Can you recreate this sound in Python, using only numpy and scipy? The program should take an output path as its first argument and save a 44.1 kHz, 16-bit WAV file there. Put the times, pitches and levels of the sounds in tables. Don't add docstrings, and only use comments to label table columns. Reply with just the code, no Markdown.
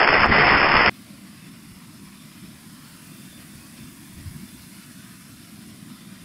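import sys
import numpy as np
from scipy import signal
from scipy.fft import irfft
from scipy.io import wavfile
from scipy.ndimage import uniform_filter1d

SR = 44100
rng = np.random.default_rng(int(sys.argv[2]) if len(sys.argv) > 2 else 0)


def how_loud(loudness_db):
    steps = np.asarray(loudness_db, float) / 20
    return 10 ** steps


def wav_out(sig):
    wavfile.write(sys.argv[1], SR, np.round(np.clip(np.atleast_2d(sig).T, -1, 1) * 32767).astype(np.int16))


N = 275580
LOW_SR = 7875
GAP_START_S, GAP_END_S, CUT_S = .2616, .2629, .8963
# centre_s, peak_db, centre_hz
CRACK_EVENTS = [(0.0161, 1.5, 1060), (0.0297, -3, 1260), (0.0471, -3, 1770), (0.077, 0.5, 1240),
                (0.089, 0, 1505), (0.1301, 2.5, 1310), (0.1445, 0.5, 1390), (0.1543, -2, 1836),
                (0.22, -1.3, 1130), (0.2352, -2, 1380), (0.2432, -2.5, 1450), (0.3335, -6, 1150),
                (0.363, -4, 1240), (0.3836, -2, 1680), (0.4816, -5, 1890), (0.505, -5.5, 1830),
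                (0.5252, -6, 1700), (0.537, -7, 1420), (0.5464, -5, 1442), (0.6086, -0.5, 1720),
                (0.6164, 2.5, 1410), (0.7274, -9, 1410), (0.7548, 1, 950), (0.7682, 0.5, 1750),
                (0.7771, -4, 1220), (0.8096, -3.5, 1125), (0.862, 4.7, 1534), (0.8783, -6.5, 1664),
                (0.8839, -4, 1630), (0.8949, -3, 1526)]
# time_s, level_db
BREEZE_CURVE = [(0.92, -56), (1.71, -55.5), (2.83, -54), (2.99, -52), (4.11, -52.5), (4.57, -51.5),
                (6.05, -55), (6.24, -54.5)]


def evened(x):
    return x / np.sqrt(np.mean(x ** 2) + 1e-20)


def read(points, hz):
    f, db = np.transpose(points)
    return np.interp(np.log(hz + 1), np.log(f + 1), db, left=-90, right=-90)


def curve(points, t):
    s, db = np.transpose(points)
    return np.interp(t, s, db)


def smooth(n, size):
    once = uniform_filter1d(rng.standard_normal(n), size)
    return evened(uniform_filter1d(once, size))


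def swells(rows, t, base_db):
    return how_loud(base_db) + sum(how_loud(db) * np.exp(-((t - s) / half) ** 2) for s, db, half in rows)


def turbulence(colour, n, sr, size, patchy_db, flicker_db, drift_db=0):
    frames, hz = 4 * n // size + 5, np.fft.rfftfreq(size, 1 / sr)
    a, b, patches, bands = rng.standard_normal((frames, len(hz), 4)).T
    patches = evened(uniform_filter1d(uniform_filter1d(patches, size=7, axis=0), size=9, axis=1))
    bands = evened(uniform_filter1d(uniform_filter1d(bands, size=20, axis=0), size=45, axis=1))
    field_db = read(colour, hz)[:, None] + patchy_db * patches + drift_db * bands
    field_db += flicker_db * smooth(frames, size=2)
    spectrum = (a + 1j * b) * how_loud(field_db)
    return evened(signal.istft(spectrum, nperseg=size, noverlap=3 * size // 4)[1][:n])


def whistle(n, sr, hz, width_hz):
    r = np.exp(-np.pi * width_hz / sr)
    poles = [1, -2 * r * np.cos(2 * np.pi * hz / sr), r * r]
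    return evened(signal.lfilter([1], poles, rng.standard_normal(n)))


def wavelet(u, hz, cycles, turn=0.49):
    return np.cos(2 * np.pi * (hz * u + turn)) * np.exp(-(u * hz / cycles) ** 2)


def masked(x, reach_hz, margin_db):
    hz, t, z = signal.stft(x, SR, nperseg=2048, noverlap=1536)
    power = uniform_filter1d(abs(z) ** 2, size=3, axis=1)
    band = uniform_filter1d(power, size=5, axis=0)
    around = uniform_filter1d(power, size=int(2 * reach_hz / hz[1]), axis=0)
    over_db = 10 * np.log10((abs(band) + 1e-20) / (abs(around) + 1e-20)) + margin_db(t)
    kept = np.clip(over_db / 3 + .5, 0, 1)
    return signal.istft(z * kept, SR, nperseg=2048, noverlap=1536)[1][:len(x)]


def wind(t):
    # freq_hz, level_db
    gust_colour = [(15, -22), (35, -10.5), (65, -4.5), (90, 0), (130, -3.5), (200, -17)]
    rumble_colour = [(60, -37), (110, -6.5), (160, -0.5), (200, 2.5), (270, -3.5), (330, -9), (400, -22),
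                     (480, -30)]
    # time_s, peak_db, half_length_s
    gust_events = [(1.72, -58, .05), (2.5, -62, .15), (3.4, -57, .08), (3.58, -55, .05), (3.83, -58, .04),
                   (4.0, -54, .025), (4.27, -44, .025), (4.28, -42.5, .12), (4.58, -50, 0.045),
                   (5.33, -59, 0.037), (6.24, -54, .04)]
    # time_s, peak_db, half_length_s
    rumble_swells = [(1.12, -54, 0.029), (1.47, -56, 0.023), (2.0, -55, 0.04), (2.46, -54, 0.063),
                     (3.2, -58, 0.17), (3.85, -52, 0.057), (4.19, -51, 0.027), (4.38, -49.5, 0.055),
                     (4.55, -49, 0.02), (5.69, -51, .07), (5.88, -52, .05)]
    # time_s, peak_db, pitch_hz
    buffet_events = [(3.58, -58, 70), (3.83, -53, 60), (4.18, -41, 74.6), (4.225, -46, 100),
                     (4.27, -29.5, 86), (4.313, -37, 131), (4.365, -31, 175), (4.436, -32.5, 214),
                     (4.584, -46, 69.5)]
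    gusts = turbulence(gust_colour, N, SR, size=2048, patchy_db=1.2, flicker_db=1.0)
    rumble = turbulence(rumble_colour, N, SR, size=2048, patchy_db=0.44, flicker_db=-1.06)
    out = swells(gust_events, t, base_db=-61) * gusts
    out += swells(rumble_swells, t, base_db=-46) * rumble
    return out + sum(how_loud(db) * wavelet(t - s, hz, 1.37) for s, db, hz in buffet_events)


def ripples(t):
    # freq_hz, level_db
    ripple_colour = [(350, -22), (500, -7), (680, -2), (850, -9), (1000, 0.5), (1400, 0), (1950, -1),
                     (2500, 0), (3100, -4.5), (3800, -5.5), (5200, -3), (5700, -9), (7000, -30.5)]
    level_db = -52 + 0.33 * (curve(BREEZE_CURVE, t) + 54.5)
    return how_loud(level_db) * turbulence(ripple_colour, N, SR, size=2048, patchy_db=1.9, flicker_db=.9, drift_db=1.1)


def leaves(t):
    # freq_hz, level_db
    leaf_colour = [(4500, -12), (6000, -3.5), (7000, -3.5), (8500, 0), (10200, 2), (12000, -2.5),
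                   (14000, -6), (16000, -9.5)]
    rustle = turbulence(leaf_colour, N, SR, size=512, patchy_db=1.15, flicker_db=0.25)
    return how_loud(curve(BREEZE_CURVE, t) + 0.68) * rustle


def crickets(t):
    # time_s, peak_db
    chirp_events = [(.9, -66), (1.48, -63), (2.2, -62), (2.45, -71), (3.2, -65), (3.34, -59), (3.86, -64),
                    (4.13, -67), (4.54, -64), (5.03, -61), (5.42, -64), (6.01, -65)]
    chorus = swells([(s, db, .07) for s, db in chirp_events], t, base_db=-68)
    return chorus * how_loud(0.83 * smooth(N, size=900)) * whistle(N, SR, hz=3542, width_hz=105)


def katydid():
    # start_s, tick_count, first_gap_s, start_level_db
    phrases = [
        (.915, 6, .0261, -39),
        (2.7265, 77, .02468, -39.5),
    ]
    tiring_s, growth_db = 7.7e-6, .045
    strokes, u = np.zeros(N), np.arange(120) / SR
    for start, ticks, gap, db in phrases:
        k = np.arange(ticks)
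        at_s = start + gap * k + tiring_s * k ** 2
        strokes[(at_s * SR).astype(int)] = how_loud(db + growth_db * k + 1.5 * rng.standard_normal(ticks))
    tick = np.sin(2 * np.pi * 15400 * u) + .6 * np.sin(2 * np.pi * 13700 * u)
    tick *= np.exp(-u / .0004) * np.minimum(u / .00015, 1)
    return signal.oaconvolve(strokes, tick)[:N]


def lakeside():
    t = np.arange(N) / SR
    out = wind(t) + ripples(t) + leaves(t) + crickets(t) + katydid()
    return masked(out, reach_hz=430, margin_db=lambda s: 23) * (t > CUT_S)


def thump(t):
    # freq_hz, level_db
    thump_colour = [(15, 0.5), (40, -6), (100, -0.5), (200, -1), (350, -8), (550, -8)]
    # time_s, peak_db, half_length_s
    surge_events = [(.29, -24, .045), (.40, -31, 0.047), (.53, -32.5, .04), (.77, -27, 0.031),
                    (.89, -31, .015)]
    level = swells(surge_events, t, base_db=-29) * np.minimum(t / 0.034, 1)
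    return level * turbulence(thump_colour, LOW_SR, LOW_SR, size=512, patchy_db=2.0, flicker_db=1.0)


def jet(t):
    # time_s, peak_db, half_length_s
    flare_events = [(.15, -23.5, .03), (.322, -19.5, 0.011), (.388, -15.5, 0.012), (.42, -24.5, 0.01),
                    (.5, -22.5, 0.04), (.81, -29, 0.044), (.89, -24.5, .02)]
    level = swells(flare_events, t, base_db=-25) * np.minimum(t / 0.24, 1)
    return level * whistle(LOW_SR, LOW_SR, hz=1950, width_hz=160)


def crackle(t, per_s, spread_db):
    size = how_loud(spread_db * np.minimum(rng.exponential(1, len(t)), 4))
    size *= rng.random(len(t)) < per_s / LOW_SR
    kind, u = rng.integers(0, 6, len(t)), t[:40] - t[20]
    pitches_hz = np.geomspace(700, 2000, num=6)
    return evened(sum(np.convolve(size * (kind == k), wavelet(u, hz, 0.54), "same")
                      for k, hz in enumerate(pitches_hz)))


def flame(t):
    # time_s, level_db
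    flame_curve = [(0, -15.5), (.19, -16), (.245, -12), (.28, -25), (.335, -15.5), (.39, -13), (.7, -15.5),
                   (.775, -15), (.885, -16)]
    # freq_hz, level_db
    roar_colour = [(150, -17.5), (400, -2), (700, -4.5), (1100, 0.5), (1600, 0.5), (2000, 0), (2400, -3.5),
                   (2800, -10), (3300, -29)]
    sizzle_colour = [(1900, -15.5), (2400, -0.5), (2700, 6), (3100, 2), (4000, -10.5)]
    flame_db = curve(flame_curve, t)
    burn = how_loud(1.3 * smooth(LOW_SR, size=12) + 1.1 * smooth(LOW_SR, size=70))
    burn *= 1 + sum(how_loud(db + 2.0) * np.exp(-((t - s) / 0.0018) ** 2) for s, db, _ in CRACK_EVENTS)
    roar = turbulence(roar_colour, LOW_SR, LOW_SR, size=128, patchy_db=1.0, flicker_db=-0.1)
    sizzle = turbulence(sizzle_colour, LOW_SR, LOW_SR, size=128, patchy_db=1.0, flicker_db=0.3)
    out = how_loud(flame_db - 1.5) * evened(burn * roar)
    out += how_loud(flame_db - 5.5) * crackle(t, per_s=500, spread_db=3.0)
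    return out + how_loud(-27 + 0.76 * (flame_db + 14.5)) * evened(burn ** 0.87 * sizzle)


def cracks(t):
    turns = rng.uniform(.2, .9, len(CRACK_EVENTS))
    return sum(how_loud(db - 5) * wavelet(t - s, hz, 0.48, turn)
               for (s, db, hz), turn in zip(CRACK_EVENTS, turns))


def fireball():
    t = np.arange(LOW_SR) / LOW_SR
    fire = flame(t) + thump(t) + jet(t)
    repeat_s, repeat = .01395, 0.45
    fire = (fire + repeat * np.interp(t - repeat_s, t, fire, left=0)) / np.sqrt(1 + repeat ** 2)
    fire = fire + cracks(t)
    overload = .95
    return fire / (1 + (fire / overload) ** 4) ** .25


def fire_margin_db(t):
    after = 12 + 11 * np.exp(-((t - GAP_START_S) / .22) ** 2)
    return np.where(t < GAP_START_S, 9.3, after)


def upsampled(low):
    # freq_hz, gain_db
    converter_gain = [(2900, -1.5), (3400, -3.5), (3700, -7), (3850, -20), (3935, -39.5), (4600, -50)]
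    # freq_hz, gain_db
    mirror_gain = [(3935, 3.5), (4500, -2.5), (5000, -4), (5330, -4.5), (5400, -30.5), (5480, -53),
                   (5600, -89.5)]
    hz = np.arange(float(LOW_SR))
    folded_hz = np.minimum(hz, LOW_SR - hz)
    gain_db = curve(converter_gain, folded_hz) + np.where(hz > LOW_SR / 2, read(mirror_gain, hz), 0)
    wide = irfft(np.fft.fft(low) * how_loud(gain_db), SR) * SR / LOW_SR
    wide = masked(wide, reach_hz=890, margin_db=fire_margin_db)
    t = np.arange(SR) / SR
    playing = np.clip(np.maximum(GAP_START_S - t, t - GAP_END_S) / .00005, 0, 1)
    playing *= np.clip(.1 + t / .002, 0, 1)
    playing *= np.clip((CUT_S - t) / 0.00094, 0, 1)
    return np.pad(wide * playing, (0, N - SR))


def scene():
    return (upsampled(fireball()) + lakeside())[None]


def roll_off(x):
    return signal.sosfilt(signal.butter(12, 15960, fs=SR, output="sos"), x)


def record(dry):
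    edge = signal.firwin(1023, 15700, window=("kaiser", 9), fs=SR)
    mix = signal.oaconvolve(dry, edge[None], "same")
    return roll_off(mix)


dry = scene()
out = record(dry)
wav_out(out)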